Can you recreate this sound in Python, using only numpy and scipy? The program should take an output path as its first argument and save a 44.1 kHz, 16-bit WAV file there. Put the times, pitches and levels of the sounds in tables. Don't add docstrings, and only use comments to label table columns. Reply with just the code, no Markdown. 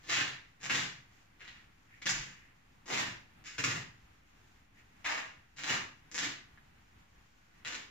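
import sys
import numpy as np
from scipy import signal
from scipy.fft import rfft, irfft, next_fast_len
from scipy.io import wavfile
from scipy.ndimage import map_coordinates

SR = 44100
rng = np.random.default_rng(int(sys.argv[2]) if len(sys.argv) > 2 else 0)


def waveform_to_disk(signal):
    frames = np.transpose(np.atleast_2d(signal))
    scaled = np.clip(frames, -1, 1) * 32767
    samples = np.round(scaled).astype(np.int16)
    wavfile.write(sys.argv[1], SR, samples)


N = 348390


def amp(db):
    return 10 ** (np.asarray(db) / 20)


def unit(x):
    return x / np.sqrt(np.mean(x ** 2) + 1e-20)


def along(points, hz):
    freqs, values = np.transpose(points)
    return np.interp(np.log(hz + 1), np.log(freqs + 1), values)


def wobble(rate):
    return map_coordinates(rng.standard_normal(int(N * rate / SR) + 4), [np.arange(N) * rate / SR])


def filtered(x, response):
    size = next_fast_len(N + SR // 2)
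    return irfft(rfft(x, size) * response(np.fft.rfftfreq(size, 1 / SR)), size)[..., :N]


# frequency in Hz, likeness from 0 to 1.
LIKENESS = [(60, 1), (250, 1), (450, 1), (900, 0.23), (1900, 0.02), (4000, 0.05), (15000, 0.2)]
def diffuse(pair, spectrum, gap_s=.00055):
    length = pair.shape[1]
    size = next_fast_len(2 * length)
    hz = np.fft.rfftfreq(size, 1 / SR)
    likeness = np.clip(along(LIKENESS, hz), 0, 1) * np.cos(2 * np.pi * hz * gap_s)
    turn = np.arccos(likeness) / 2
    coloured = rfft(pair, size) * amp(along(spectrum, hz))
    mid, side = irfft(coloured * [np.cos(turn), np.sin(turn)], size)[:, :length]
    return np.array([mid + side, mid - side])


# frequency in Hz, relative level in dB.
ROOM_COLOUR = [(12, -34), (20, -8.5), (49, 1), (70, -1.5), (103, -2.5), (157, -6), (281, -9.5),
               (382, -16.5), (613, -19.5), (787, -12.5), (855, -15), (1670, -15), (2600, -18.5),
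               (6890, -37.5), (15400, -38)]
def room_tone():
    return amp(-64.5 + 1.4 * wobble(10)) * unit(diffuse(rng.standard_normal((2, N)), ROOM_COLOUR))


# time in seconds, level in dB.
KNEE_LEVELS = [(2.08, -72), (2.148, -59), (2.192, -51), (2.25, -64), (2.32, -77)]
def knee_shift():
    times, db = np.transpose(KNEE_LEVELS)
    colour = [(10, -8.5), (25, 22), (55, 24), (90, -51)]
    rumble = filtered(rng.standard_normal(N), lambda hz: amp(along(colour, hz)))
    return amp(np.interp(np.arange(N) / SR, times, db, left=-120, right=-120)) * unit(rumble)


# frequency in Hz, seconds to fade by 60 dB.
RING_TIMES = [(100, 0.6), (500, 0.41), (2000, 0.39), (5000, 0.36), (10000, 0.24)]
def room_echo(x, piece_s=.25, delay_s=.0075):
    out, step = np.zeros((2, N + SR)), round(piece_s * SR)
    for start in range(0, N, step):
        hz, t, noise = signal.stft(rng.standard_normal((2, SR // 2)), SR, nperseg=256)
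        decay = amp(-60 * t / along(RING_TIMES, hz)[:, None])
        tail = signal.istft(noise * decay, SR, nperseg=256)[1]
        tail = diffuse(tail, [(100, 0.016), (1000, 0), (8000, 0.0058)])
        echo = signal.fftconvolve(x[None, start:start + step], tail / np.linalg.norm(tail[0]), axes=1)
        out[:, start + round(delay_s * SR):][:, :echo.shape[1]] += echo
    return out[:, :N]


# left delay, right delay, in seconds.
PATH_DELAYS = [(0, .00005), (.00417, .0036), (.0059, .00644), (.0101, .01065), (.0134, .0131)]
# left gain, right gain, in dB.
PATH_GAINS = [(-0.5, -5), (-12, -7), (-3, -1.5), (-6.5, -8.5), (-15.5, -7)]
def early_paths(x):
    out = np.zeros((2, N))
    for delays, gains_db in zip(PATH_DELAYS, PATH_GAINS):
        drift = 0.025 * delays[0] * wobble(4)
        for side, (delay, db) in enumerate(zip(delays, gains_db)):
            out[side] += amp(db) * map_coordinates(x, [np.arange(N) - SR * (delay + drift)])
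    return out


def squeak(middle_s=7.45, half_length_s=.2, hz=1481.5):
    t = np.arange(N) / SR
    return amp(-76) * np.exp(-((t - middle_s) / half_length_s) ** 2) * np.sin(2 * np.pi * hz * t)


def finger_tick(start_s=6.5755, hz=1700, width_hz=500):
    age = np.clip(np.arange(N) / SR - start_s, 0, 1)
    envelope = np.exp(-np.pi * width_hz * age) * (1 - np.exp(-age / 0.00017))
    return -amp(-39) * np.sin(2 * np.pi * hz * age) * envelope


# frequency in Hz, relative level in dB.
SWISH_COLOUR = [(600, -30), (1300, -8.5), (1900, 9), (2800, -0.5), (4000, -28.5)]
HISS_COLOUR = [(2800, -2), (4200, -6), (6800, -3.5), (7600, -8.5), (8400, -27.5), (15000, -18)]
# middle and half length in seconds, swish and hiss levels in dB.
SLEEVE_BRUSHES = [(.02, 0.055, -75, -70), (1.21, 0.076, -98, -71.5), (1.953, 0.058, -65.5, -83),
                  (2.42, 0.085, -64.5, -89), (3.245, 0.047, -87, -104), (4.47, .15, -101, -80),
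                  (4.79, 0.034, -68, -74), (5.015, 0.12, -79, -77), (7.303, 0.23, -93, -77),
                  (7.587, .08, -76, -86)]
def rustle(settle_db_per_s=44.5):
    t = np.arange(N) / SR
    out = 0
    layers = [(SWISH_COLOUR, -80.5, -35.5), (HISS_COLOUR, -77, -42.5)]
    for layer, (colour, rest_db, settle_db) in enumerate(layers):
        level = amp(rest_db + 1.2 * wobble(5))
        for middle, half_length, *db in SLEEVE_BRUSHES:
            level += amp(db[layer]) * np.exp(-((t - middle) / half_length) ** 2)
        for start, swell, _, _, swelled_db, *_ in PULLS:
            since = t - start - swell
            level += (since > 0) * amp(swelled_db + settle_db - settle_db_per_s * np.abs(since))
        grains = np.array([threads(per_second=4000, spread_db=-0.5, clump_db=-1)
                           * rng.choice([-1, 1], N) for _ in range(2)])
        out = out + level * amp(1.4 * wobble(21)) * unit(diffuse(grains, colour))
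    return out


# frequency in Hz, width in Hz, relative level in dB.
ROOM_NOTES = [(96, 23, -9.5), (132.2, 15.3, 0.5), (196, 33.4, -6.5)]
def room_boom(shaking):
    def response(hz):
        return sum((-1) ** k * amp(db) * 1j * hz * width / (note ** 2 - hz ** 2 + 1j * hz * width)
                   for k, (note, width, db) in enumerate(ROOM_NOTES))
    return amp(25) * filtered(shaking, response)


# start, swell time and fade time in seconds, crackle level in dB before
# and after the swell, then how many dB to add to that for the boom, flap, dull, bright and rasp parts.
PULLS = [(.03, 0.061, 0.034, -62, -44, -6, -5, -9, -3, 1.5),
         (0.092, 0.08, .23, -36.5, -32, -15.5, -16, -13, -7.5, -1),
         (0.597, 0.065, 0.12, -62, -48, -5.5, -6, -9.5, -4, -5),
         (.695, .003, 0.043, -28, -26.5, -20, -10, -17, -13, -7.5),
         (0.711, 0.048, 0.22, -38, -34, -11, -13, -12, -4, 0.5),
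         (1.396, 0.0068, 0.19, -54, -53.5, -17, -12, -16, -13, -4.5),
         (1.475, 0.0027, 0.066, -50, -53, -7.5, -13.5, -11.5, -10.5, 2.5),
         (1.5, 0.075, 0.11, -65, -60, -4.5, -18, -20, -15, -3),
         (2.016, 0.0041, 0.02, -46, -44, -14, -11.5, -28, -11, -3),
         (2.057, 0.0069, 0.032, -32, -32.5, -12, -9.5, -21, -4.5, -1),
         (2.087, 0.0083, 0.28, -39, -38.5, -10.5, -15, -12, 0, -2),
         (2.857, 0.043, .04, -60.5, -47, -22, -3, -3.5, -1.5, -2.5),
         (2.901, .003, .05, -43, -41, -20, -2, -4, -13, -8),
         (2.909, 0.067, 0.2, -42, -33.5, -11.5, -9, -8, -6, -1),
         (3.441, 0.0059, 0.56, -43, -50.5, -18, -20, -22, -3, -3),
         (3.58, 0.011, .09, -30, -37.5, -5, -8, -12, -5.5, -3),
         (3.637, .004, 0.036, -38, -46, 4, 3.5, -14, -4.5, -5),
         (3.648, 0.061, 0.18, -39, -38.5, -3, -7.5, -10, -5, -3),
         (5.042, 0.02, 0.13, -43, -36, -35, -24, -8.5, -12, -6),
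         (5.06, 0.036, .27, -41, -36.5, -29, -19, -5.5, -9, -5.5),
         (5.562, 0.011, .03, -59, -53.5, -16, -15, -15, -1, 0),
         (5.582, 0.0036, .1, -43, -40.5, -15, -14.5, -14.5, -5.5, -2.5),
         (5.632, .003, 0.043, -34, -36, -23, -8, -15, -5, 1),
         (5.639, 0.061, 0.2, -47, -34.5, -14.5, -11.5, -8, -6.5, -3.5),
         (6.112, 0.018, 0.048, -70, -46, -27, -2.5, -13, 1.5, -3),
         (6.139, .005, 0.1, -40, -43, -24, -6, -13, 2, -3),
         (6.176, 0.068, 0.18, -46, -39.5, -13.5, -9.5, -12.5, -4, 0.5),
         (7.646, 0.0068, 0.046, -49, -38, -21, -16, -19, -10.5, -4),
         (7.672, .01, 0.11, -49, -45.5, -20, -10, -10, -4.5, -0.5),
         (7.721, 0.026, .2, -44.5, -47.5, -17, -10, -11.5, -5, 0)]
COLOUR_DRIFT = [39, -8, -9, -22.5, -10]
def pull_levels(fade_db=31, fade_bend=1.426):
    t = np.arange(N) / SR
    power = np.zeros((6, N))
    for start, swell, fade, start_db, swelled_db, *parts_db in PULLS:
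        inside = slice(round(start * SR), round((start + swell + 2 * fade) * SR))
        age = np.abs(t[inside] - start)
        db = np.interp(age, [0, swell], [start_db, swelled_db])
        db -= fade_db * (np.clip(age - swell, 0, None) / fade) ** fade_bend
        offsets = [part + drift * (age - swell) for part, drift in zip(parts_db, COLOUR_DRIFT)]
        power[:, inside] += [amp(2 * (db + offset)) for offset in [0] + offsets]
    return np.sqrt(power)


def threads(per_second, spread_db, clump_db):
    parting = rng.random(N) < per_second / SR
    size = np.minimum(rng.exponential(size=N), 3)
    return -unit(parting * amp(spread_db * size + clump_db * wobble(70)))


def clicks(spikes, colour, lag=1.2):
    return filtered(spikes, lambda hz: unit(amp(along(colour, hz))) * np.exp(-1j * lag * np.log(hz + 1)))


# frequency in Hz, relative level in dB.
FLAP_COLOUR = [(60, -80), (160, -23), (220, -1), (310, -1.5), (430, -6), (560, -10), (900, -42)]
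DULL_COLOUR = [(200, -62), (450, -18), (620, -3.5), (900, -0.5), (1200, -1), (1700, -47.5)]
CRACK_COLOUR = [(300, -61), (800, -22), (1250, -5), (1600, 2.5), (1900, 4.5), (2400, 1), (2900, -0.5),
                (3400, -23), (4400, -45.5)]
RASP_COLOUR = [(1500, -82), (2400, -18), (2900, -5.5), (3400, 1.5), (4200, -0.5), (5000, -14), (6200, -47)]
BRIGHT_COLOUR = [(2000, -86.5), (3600, -37), (4800, 2), (5600, 2.5), (6800, 5), (7600, -2.5), (8300, -16),
                 (9000, -78), (11000, -23.5), (15000, -35)]
# time in seconds, relative level in dB.
LOUD_SNAPS = [(.0978, -23), (.1165, -23), (.1273, -21), (.1414, -21), (.1538, -20), (.1723, -22),
              (.6131, -44), (.6317, -32), (.6421, -29), (.657, -27), (.6987, -18), (.7073, -20),
              (.7488, -21), (1.4073, -42), (1.4464, -40), (1.4795, -37), (2.0208, -34), (2.0625, -25),
              (2.0695, -22), (2.094, -21), (2.0966, -22), (2.8802, -37), (2.9039, -28), (2.9383, -23),
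              (2.9759, -22), (2.991, -23), (3.4595, -40), (3.5816, -31), (3.5944, -29), (3.6397, -22),
              (3.6406, -20), (3.6414, -19), (3.6421, -23), (3.6574, -26), (5.0527, -28), (5.0897, -25),
              (5.116, -24), (5.586, -34), (5.637, -26), (5.6777, -25), (5.7046, -26), (5.7217, -24),
              (5.7431, -27), (6.1155, -39), (6.1447, -31), (6.1798, -23), (6.191, -24), (6.2466, -25),
              (7.6497, -30), (7.6627, -29), (7.6752, -27), (7.7249, -31), (7.7461, -29)]
def tear():
    levels = pull_levels()
    snaps = np.zeros(N)
    for time, db in LOUD_SNAPS:
        snaps[round(time * SR)] = -amp(db)
    flips = np.where(rng.random(N) < .25, -1, 1)
    crackle = levels * flips * threads(per_second=800, spread_db=3.5, clump_db=2)
    pull_colour = levels / (levels[0] + 1e-12)
    snap_gains = amp([[15], [-6], [4], [13], [16], [15]])
    crack, boom, flap, dull, bright, rasp = crackle + snap_gains * snaps * pull_colour
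    parts = [(crack, CRACK_COLOUR, -6), (flap, FLAP_COLOUR, -8), (dull, DULL_COLOUR, -6),
             (rasp, RASP_COLOUR, -11), (bright, BRIGHT_COLOUR, -6)]
    rip = -sum(amp(db) * clicks(spikes, colour) for spikes, colour, db in parts)
    return rip, room_boom(boom)


def scene():
    rip, boom = tear()
    small = finger_tick() + squeak()
    echo = amp(1.5) * room_echo(rip + amp(-9.5) * boom + amp(-10) * small)
    return early_paths(rip + small) + boom + echo + rustle() + knee_shift() + room_tone()


def record(dry, top_hz=15595, offset=-.0003):
    return filtered(dry, lambda hz: hz < top_hz) + offset


dry = scene()
out = record(dry)
waveform_to_disk(out)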